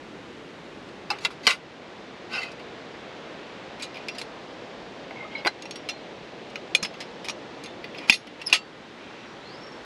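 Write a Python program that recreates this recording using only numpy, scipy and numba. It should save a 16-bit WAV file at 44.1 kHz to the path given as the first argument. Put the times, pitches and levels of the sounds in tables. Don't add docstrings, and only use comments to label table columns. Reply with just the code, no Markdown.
import sys
import numpy as np
from scipy import signal
from scipy.fft import rfft, irfft, next_fast_len
from scipy.io import wavfile
from scipy.ndimage import uniform_filter1d
from numba import njit

SR = 44100
rng = np.random.default_rng(int(sys.argv[2]) if len(sys.argv) > 2 else 0)


def to_linear_factor(level_db):
    exponent = np.asarray(level_db, float) / 20
    return 10 ** exponent


def to_wav(s):
    ch = np.atleast_2d(s).T
    pcm = np.round(np.clip(ch, -1, 1) * 32767)
    wavfile.write(sys.argv[1], SR, pcm.astype(np.int16))


N = 434376


def add(out, x, s):
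    i = int(s * SR)
    out[i:i + len(x)] += x[:N - i]


def seconds(length):
    return np.arange(int(length * SR)) / SR


def decay(t, t60):
    return np.exp(-np.log(1000) * t / t60)


def walk(rate):
    k = int(SR / rate)
    held = np.repeat(rng.standard_normal(N // k + 1), k)
    return 1.58 * uniform_filter1d(uniform_filter1d(held, k), k)[:N]


# (frequency [Hz], level [dB per Hz])
STREAM_COLOUR = [(15, -50), (25, -40), (43, -14), (81, -12), (158, -2.5), (354, 1.5), (383, 0), (427, 0),
                 (475, 0.5), (1280, -10), (1960, -11), (3730, -16.5), (6720, -31), (12100, -54.5),
                 (15000, -78)]
# (time [s], level [dB])
STREAM_FLOW = [(0.0, -44.5), (1.4, -44.5), (1.64, -46), (3.1, -43.5), (3.59, -44), (5.24, -43.5),
               (5.87, -44.5), (7.05, -44.5), (8.01, -44), (8.18, -46.5), (8.75, -46.5), (9.1, -45.5),
               (9.85, -43.5)]


def stream():
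    s, flow_db = np.transpose(STREAM_FLOW)
    hiss_db = -0.68 * (flow_db + 42.5)
    size = next_fast_len(N)
    log_hz = np.log(np.maximum(np.arange(size // 2 + 1) * SR / size, 1))
    hz, colour_db = np.transpose(STREAM_COLOUR)
    water = rfft(rng.standard_normal(size)) * to_linear_factor(np.interp(log_hz, np.log(hz), colour_db))
    centres = np.log(40) + np.log(2) * np.arange(9)
    bands = []
    for share in np.eye(9):
        band = irfft(water * np.interp(log_hz, centres, share), size)[:N]
        bands.append(band * to_linear_factor(walk(0.773) + 0.17 * walk(9)))
    t = np.arange(N) / SR
    hiss = to_linear_factor(np.interp(t, s, hiss_db)) * sum(bands[5:])
    body_level = sum(bands[2:5]).std()
    return to_linear_factor(np.interp(t, s, flow_db) + 1.0) * (sum(bands[:5]) + hiss) / body_level


# (time [s], pitch [Hz], level [dB])
BIRD_NOTES = [
    [(9.258, 5650, -70), (9.27, 5600, -65), (9.3, 5620, -67), (9.315, 5900, -67), (9.33, 5950, -75)],
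    [(9.36, 3150, -67), (9.4, 3680, -59), (9.45, 4170, -56), (9.48, 4400, -59), (9.525, 4920, -54),
     (9.575, 5330, -57), (9.62, 5440, -55), (9.69, 5420, -62), (9.77, 5430, -71)],
]


def bird():
    out, waver, flutter = np.zeros(N), walk(160), walk(55)
    for note in BIRD_NOTES:
        s, hz, db = np.transpose(note)
        t = np.arange(s[0], s[-1], 1 / SR)
        pitch = np.interp(t, s, hz) * (1 + 0.007 * waver[:len(t)])
        level = to_linear_factor(np.interp(t, s, db) + 3 * flutter[:len(t)])
        add(out, level * np.sin(2 * np.pi * np.cumsum(pitch) / SR), s[0])
    t = seconds(.2)
    echoes = rng.standard_normal(len(t)) * np.exp(-t / .05)
    return out + to_linear_factor(-27) * signal.fftconvolve(out, echoes)[:N]


# (time [s], peak level [dB], pitch [Hz], decay to -60 dB [s])
POT_THUDS = [
    (1.47, -24, 212, 0.041),
    (5.457, -19, 348, 0.047),
    (6.825, -28, 194, 0.087),
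    (8.097, -18.5, 238, 0.048),
    (8.528, -19.5, 338, 0.026),
]


def pot():
    out, t = np.zeros(N), seconds(.2)
    for s, db, hz, t60 in POT_THUDS:
        onset = 1 - np.exp(-t / 0.00096)
        add(out, to_linear_factor(db) * onset * decay(t, t60) * np.sin(2 * np.pi * hz * t), s)
    return out


# (time [s], peak level [dB], start pitch [Hz], end pitch [Hz], length [s])
HINGE_SQUEAKS = [
    (5.351, -24, 2215, 2160, 0.019),
    (8.456, -43, 5350, 5500, .011),
    (8.4635, -26, 5350, 5200, .011),
    (8.469, -17, 5250, 5050, .008),
    (8.4745, -23, 5150, 4850, .013),
    (8.484, -35, 5050, 4800, .016),
]


def hinge():
    out = np.zeros(N)
    for s, db, start_hz, end_hz, length in HINGE_SQUEAKS:
        u = np.arange(int(length * SR)) / (length * SR)
        wobble = 1 + .09 * uniform_filter1d(rng.standard_normal(4000), size=30)[:len(u)]
        phase = 2 * np.pi * np.cumsum((start_hz + (end_hz - start_hz) * u) * wobble) / SR
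        octave = (start_hz > 3000) * to_linear_factor(-16) * np.sin(2 * phase)
        add(out, to_linear_factor(db) * np.sin(np.pi * u ** 0.5) ** 2 * (np.sin(phase) + octave), s)
    return out


FREE_LID_HZ = [824, 1190, 1424, 1530, 2060, 2295, 2420, 2550, 2690, 2930, 3430, 3840, 4130, 4310, 4550,
               4750, 5100, 5700, 6430, 7000, 7460, 8880, 9590]
# (width [Hz], level [dB])
FREE_LID_TONES = [(50, -18), (50, 1), (40, 2), (60, 3), (45.3, 3.5), (60, 1), (40, 0), (40, -1.5), (40, 4),
                  (40, -9), (60, -7), (50, -2), (45, 2), (50, -2), (50, 2), (50, -4), (45, -7), (55, 6),
                  (60, 4), (80, 5), (90, -16), (90, -16), (60, -17)]
# (frequency [Hz], width [Hz], level [dB])
PRESSED_LID_TONES = [(890, 100, 8), (1035, 43, 3.5), (1520, 100, 8), (2080, 270, 14), (2680, 47, -28),
                     (3150, 94, -21), (3460, 51, -12), (3620, 55, -12), (4720, 32, 3), (4720, 63, -3),
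                     (5600, 88, 7), (6400, 68, -14)]
SEATED_LID_HZ = [1281, 1530, 2040, 2482, 2729, 2934, 3340, 3550, 4064, 4190, 4560, 4870, 5125, 5590, 6432,
                 7460, 8170, 8880, 9590, 10060, 10730, 11300, 12000, 12720]
# (level [dB], decay to -60 dB [s])
SEATED_LID_TONES = [(-16, 0.29), (-22, .2), (-6.5, .17), (1.5, .1), (-4, 0.21), (-11, 0.27), (-10, 0.16),
                    (-10, 0.18), (-12, .2), (-8, 0.24), (-9, 0.27), (-14, 0.17), (-6, 0.11), (2.5, 0.19),
                    (6.5, .25), (-7, .3), (-27, .23), (-12, .2), (-1, 0.25), (-3, 0.24), (-13, .2),
                    (-17, .2), (-18, .2), (-20, .2)]


def lid(s):
    if s >= 3 and not 5 < s < 5.5:
        db, t60 = np.transpose(SEATED_LID_TONES)
        return np.array(SEATED_LID_HZ), .7 * db, np.clip(.33 * t60, .015, .1)
    if s < 3:
        hz = np.array(FREE_LID_HZ)
        width, db = np.transpose(FREE_LID_TONES)
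    else:
        hz, width, db = np.transpose(PRESSED_LID_TONES)
    t60 = .9 * np.log(1000) / (np.pi * width)
    return hz, .8 * db, np.clip(t60, .015, .045)


def steel(s, dense_db, dense_t60=.035):
    hz, db, t60 = lid(s)
    t = seconds(.12)
    level_spot, pitch_spot = rng.standard_normal((len(hz), 2)).T
    tones = np.sin(2 * np.pi * np.outer(hz * (1 + 0.004 * pitch_spot), t))
    ringing = to_linear_factor(db + 3.0 * level_spot) @ (decay(t, t60[:, None]) * tones)
    return ringing + to_linear_factor(dense_db) * decay(t, dense_t60) * rng.standard_normal(len(t))


def grit(count, spread_db=4.0):
    return rng.standard_normal(count) * to_linear_factor(spread_db * np.minimum(rng.exponential(size=count), 3))


def four_bands(x):
    for order, hz in (2, 6000), (5, 11600):
        x = signal.sosfilt(signal.butter(order, hz, fs=SR, output="sos"), x)
    edges = [450, 1900], [1900, 3300], [3300, 5500], [5500, 14000]
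    low, mid, upper, top = (signal.sosfilt(signal.butter(3, e, "band", fs=SR, output="sos"), x) for e in edges)
    return low, -mid, upper, -top


def colour(db, weight_db, bright_db):
    return db + weight_db, db, db + bright_db, db - 5.5 + 1.5 * bright_db


# (time [s], length [s], level before shaping [dB], weight [dB], brightness [dB])
LID_TURN = [
    (2.29, 0.24, -30, -2, -7.5),
]
LID_TURN_SHAPE = [(0, -29), (.14, -9.5), (.28, -4.5), (.38, -5), (.46, -9.5), (.6, -10), (.85, -21),
                  (1, -27)]
PUSH_DRAGS = [
    (5.15, 0.12, -46.5, 5, -16),
    (5.31, .11, -40.5, 0.5, -13),
    (8.39, 0.043, -40, -4, -12.5),
]
PUSH_DRAG_SHAPE = [(0, -9), (.55, -7.5), (.75, -4), (1, -12)]
SETTLING_RUBS = [
    (3.79, 0.068, -39, -6, -3),
    (3.94, 0.11, -42, -6, -11),
    (7.95, 0.12, -38.5, 2, -9),
]
SETTLING_RUB_SHAPE = [(0, -10), (.4, -11.5), (1, -10)]
STEEL_SKIDS = [
    (1.48, 0.11, -17, 0.5, -3),
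    (7.64, 0.097, -41, -6, -6),
    (8.13, 0.065, -23, -14, -0.5),
    (8.538, 0.074, -28, -18, 3),
]
STEEL_SKID_SHAPE = [(0, -4), (.4, -13), (.55, -21), (1, -47)]
FAINT_SLIDES = [
    (1.2, 0.065, -45.5, -1, 1),
    (1.425, 0.04, -41, -11, -2.5),
    (8.07, .026, -40, 1, -1),
    (8.47, 0.098, -35.5, -7, -9),
]
FAINT_SLIDE_SHAPE = [(0, -10), (.5, -5), (1, 7)]
HANDLE_CREEPS = [
    (9.0, .27, -43.5, -7, -21),
]


def scrapes():
    out, grip = np.zeros(N), to_linear_factor(0.5 * walk(100))
    kinds = [(LID_TURN, LID_TURN_SHAPE), (PUSH_DRAGS, PUSH_DRAG_SHAPE), (SETTLING_RUBS, SETTLING_RUB_SHAPE),
             (STEEL_SKIDS, STEEL_SKID_SHAPE), (FAINT_SLIDES, FAINT_SLIDE_SHAPE),
             (HANDLE_CREEPS, SETTLING_RUB_SHAPE)]
    for rows, shape in kinds:
        for s, length, db, weight_db, bright_db in rows:
            t = seconds(length)
            rubbing = signal.fftconvolve(grit(16000, spread_db=3.0), steel(s, dense_db=16.0))
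            bands = four_bands(rubbing[4000:4000 + len(t)])
            levels = to_linear_factor(colour(db, weight_db, bright_db))
            mix = sum(level * band / band.std() for level, band in zip(levels, bands))
            edges = np.clip(np.minimum(t / 0.0096, (length - t) / 0.0039), 0, 1)
            swell = to_linear_factor(np.interp(t / length, *np.transpose(shape)))
            add(out, mix * swell * edges * grip[int(s * SR):][:len(t)], s)
    return out


# (time [s], frequency [Hz], level [dB], decay to -60 dB [s])
HAND_TONES = [(1.104, 5000, -20.5, 0.034), (1.108, 824, -22.5, 0.11), (1.251, 3440, -18, 0.041),
              (1.251, 2800, -23, 0.044), (1.468, 4750, -10.5, 0.025), (1.468, 2240, -7.5, 0.015),
              (2.335, 5100, -33, 0.2), (2.345, 2546, -27, 0.2), (2.335, 2690, -31, .15),
              (2.38, 2690, -27, 0.13), (2.418, 2050, -30, .1), (2.431, 2055, -24, 0.08),
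              (2.428, 4120, -36, .1), (2.385, 4550, -36, .1), (2.34, 3840, -35, .1), (2.43, 2546, -31, .1),
              (1.449, 4310, -34, .05), (2.46, 2546, -37, 0.25), (2.334, 1530, -31, 0.25)]
RIM_TONES = [(3.8, 2420, -36, 0.29), (3.83, 3960, -31, 0.092), (4.084, 2394, -27, .06),
             (3.943, 5030, -44, 0.13), (4.085, 5620, -46, .3), (4.11, 4860, -48, 0.25),
             (4.184, 5070, -26.5, 0.03), (4.215, 4190, -37, 0.08), (5.16, 2190, -36, .16),
             (5.2, 2115, -33, 0.28), (5.248, 1255, -36.5, 0.13), (5.365, 2180, -33, 0.25),
             (5.352, 4060, -37, 0.2), (5.38, 5100, -42, .08), (5.475, 4080, -19, 0.062),
             (5.474, 1570, -19.5, 0.051), (5.474, 875, -30, 0.08), (5.624, 6540, -27, 0.0089),
             (5.715, 5590, -52, 0.36), (5.76, 5590, -42.5, 0.19), (5.89, 4160, -38, 0.31),
             (5.895, 5850, -35, 0.1)]
HANDLE_TONES = [(6.75, 2435, -9.5, 0.054), (6.765, 4165, -35, 0.25), (6.749, 3380, -15, 0.038),
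                (6.827, 6460, -22, 0.029), (6.83, 5160, -24, 0.13), (7.004, 5050, -36, 0.077),
                (7.296, 5650, -34, 0.093), (7.66, 3550, -43, 0.24), (7.975, 5060, -42, 0.18),
                (8.105, 6435, -33, 0.22), (8.097, 5580, -19, 0.05), (8.124, 5580, -29, .16),
                (8.097, 9590, -28, 0.04), (8.097, 10070, -38, 0.15), (8.124, 9590, -37, .14),
                (8.124, 10070, -42, .16), (8.124, 10730, -44, .13), (8.124, 11300, -45, .12),
                (8.1, 12720, -52, .15), (8.124, 4860, -32, .14), (8.13, 4220, -32, .15),
                (8.124, 5125, -32, .14), (8.527, 2730, -4, .035), (8.535, 7467, -35, .15),
                (8.555, 10050, -42, .06), (8.535, 5125, -22, .06), (8.415, 2750, -35, .07),
                (6.83, 10060, -45, .11), (6.752, 7445, -44, .1), (6.752, 9572, -42, .06),
                (6.75, 530, -24, .04), (8.53, 3340, -15, 0.07), (8.097, 2480, 1, 0.027),
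                (8.105, 3550, -19.5, 0.14), (8.124, 2490, -15, 0.06), (8.53, 2730, -17, 0.15),
                (8.54, 4560, -32, 0.27), (8.536, 1281, -31.5, 0.21)]


def rings():
    out, t = np.zeros(N), seconds(.3)
    for s, hz, db, t60 in HAND_TONES + RIM_TONES + HANDLE_TONES:
        beat = 1 + 0.45 * np.sin(2 * np.pi * (rng.uniform(30, 70) * t + rng.random()))
        fall = (1 - np.exp(-80 * t / t60)) * decay(t, t60) * np.cos(np.pi / 2 * t / t[-1])
        add(out, to_linear_factor(db) * beat * fall * np.sin(2 * np.pi * hz * t), s)
    return out


# (time [s], peak level [dB], weight [dB], brightness [dB], chatter decay to -60 dB [s])
LIFT_BLOWS = [(0.886, -47, -6, -1, 0.065), (1.1028, -24, 3.5, 1, 0.064), (1.1121, -32, 3, -5, 0.18),
              (1.186, -35.5, -7, -2, 0.039), (1.2496, -15, -6, 0, 0.026), (1.2543, -21, 1.5, -2.5, 0.064),
              (1.3042, -42, 11, -0.5, 0.13), (1.468, -5, -10.5, -4.5, 0.034), (1.4734, -8.5, -1, -2, 0.04),
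              (1.507, -15, -27, -2, 0.046), (2.3138, -39, 7, -8, 0.046), (2.3312, -32, -5, -2, .06),
              (2.418, -36, -3, -4, 0.05), (2.431, -34, -9, 0, .06), (2.5164, -52.5, 3, 8, 0.068),
              (2.5944, -39.5, -7, -10, 0.069)]
SEATING_BLOWS = [(3.798, -33.5, -10, -7, 0.044), (3.8227, -31, -10, 3.5, 0.096),
                 (3.943, -36, -8, -8, 0.036), (3.9552, -32.5, -16, -10, 0.06),
                 (3.9697, -32.5, -13, -9, 0.049), (4.084, -23.5, -20, -4, 0.043),
                 (4.1494, -40, 0, -1, 0.095), (4.1825, -32.5, -8, 1.5, 0.096),
                 (4.214, -30.5, -4, 0.5, 0.035), (5.109, -36, 7, -14, 0.04), (5.449, -20, -2, -14, 0.034),
                 (5.46, -19, 4, -10, 0.02), (5.4682, -22, 10, -1, 0.073), (5.4729, -17.5, 5.5, 0, 0.034),
                 (5.622, -36, -12, 1.5, 0.043), (5.655, -33.5, 0, -2.5, 0.028),
                 (5.7094, -31, -15, 2.5, 0.02), (5.7565, -33.5, -7, 0.5, 0.055),
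                 (5.8883, -23, -8.5, -1.5, 0.073)]
HANDLE_BLOWS = [(6.5, -45, -5, -1, 0.031), (6.557, -24.5, -4, -6.5, 0.019), (6.7488, -14, -6.5, 2, 0.037),
                (6.828, -28.5, 3.5, 7, 0.045), (6.8486, -23, -2.5, -2.5, 0.065),
                (6.939, -35, -23, -8, 0.046), (7.004, -29, -8, -2, 0.1), (7.245, -30.5, -12, -2, 0.11),
                (7.285, -27, 2, 4, 0.025), (7.295, -24, -4, -2, 0.057), (7.6376, -39, -7, 5, 0.029),
                (7.6595, -35, -9, 1, 0.018), (7.842, -26, -19, -12, 0.015), (7.9474, -31, -10, -16, 0.035),
                (7.9844, -31, -19, -5.5, 0.043), (8.0975, -6.5, -10, -2, 0.042),
                (8.123, -16.5, -10, -2.5, 0.067), (8.2707, -35.5, -10, -6, 0.04),
                (8.4152, -30.5, -10, -5, 0.062), (8.4988, -30.5, -2, 1.5, 0.023),
                (8.527, -6, -10.5, -2.5, 0.074), (8.5316, -12.5, -13.5, -2, 0.11)]


def cracks():
    out, t = np.zeros(N), seconds(.04)
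    for s, db, *_ in LIFT_BLOWS + SEATING_BLOWS + HANDLE_BLOWS:
        add(out, to_linear_factor(-28 + db) * np.exp(-t / .004) * rng.standard_normal(len(t)), s)
    return signal.sosfilt(signal.butter(5, [7200, 15600], "band", fs=SR, output="sos"), out)


def blows():
    out, t = np.zeros(N), seconds(.15)
    for s, db, weight_db, bright_db, t60 in LIFT_BLOWS + SEATING_BLOWS + HANDLE_BLOWS:
        push = to_linear_factor(-26.0) * grit(len(t)) * decay(t, max(t60, .004))
        push[0] += 1
        touch = steel(s, dense_db=16.5, dense_t60=0.56 * max(t60, .01))
        *bands, top = four_bands(signal.fftconvolve(push, touch))
        bands.append(top * np.exp(-np.arange(len(top)) / (0.066 * SR)))
        levels = to_linear_factor(colour(db, weight_db, bright_db))
        add(out, sum(level * band / np.abs(band).max() for level, band in zip(levels, bands)), s)
    return out


def scene():
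    mono = stream() + bird() + pot() + hinge() + scrapes() + rings() + cracks() + blows()
    return np.array([mono, mono])


@njit
def follow(x, attack, release):
    y, e = np.empty(len(x)), 0.
    for i in range(len(x)):
        e += (x[i] - e) * (attack if x[i] > e else release)
        y[i] = e
    return y


def roll_off(x):
    return signal.sosfilt(signal.butter(12, 16800, fs=SR, output="sos"), x)


def record(dry):
    loudness = follow(np.abs(dry[0]), 1 / (0.029 * SR), 1 / (.3 * SR))
    gain = np.minimum(1, to_linear_factor(-30.5) / (loudness + 1e-9)) ** 0.19
    sound = np.clip(dry * gain, -.94, .94)
    late = np.roll(sound[0], 150)
    late_top = signal.sosfilt(signal.butter(9, 11500, "high", fs=SR, output="sos"), late)
    side = to_linear_factor(-41) * late + to_linear_factor(-2) * late_top
    return roll_off(sound + np.array([side, -side]))


dry = scene()
out = record(dry)
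to_wav(out)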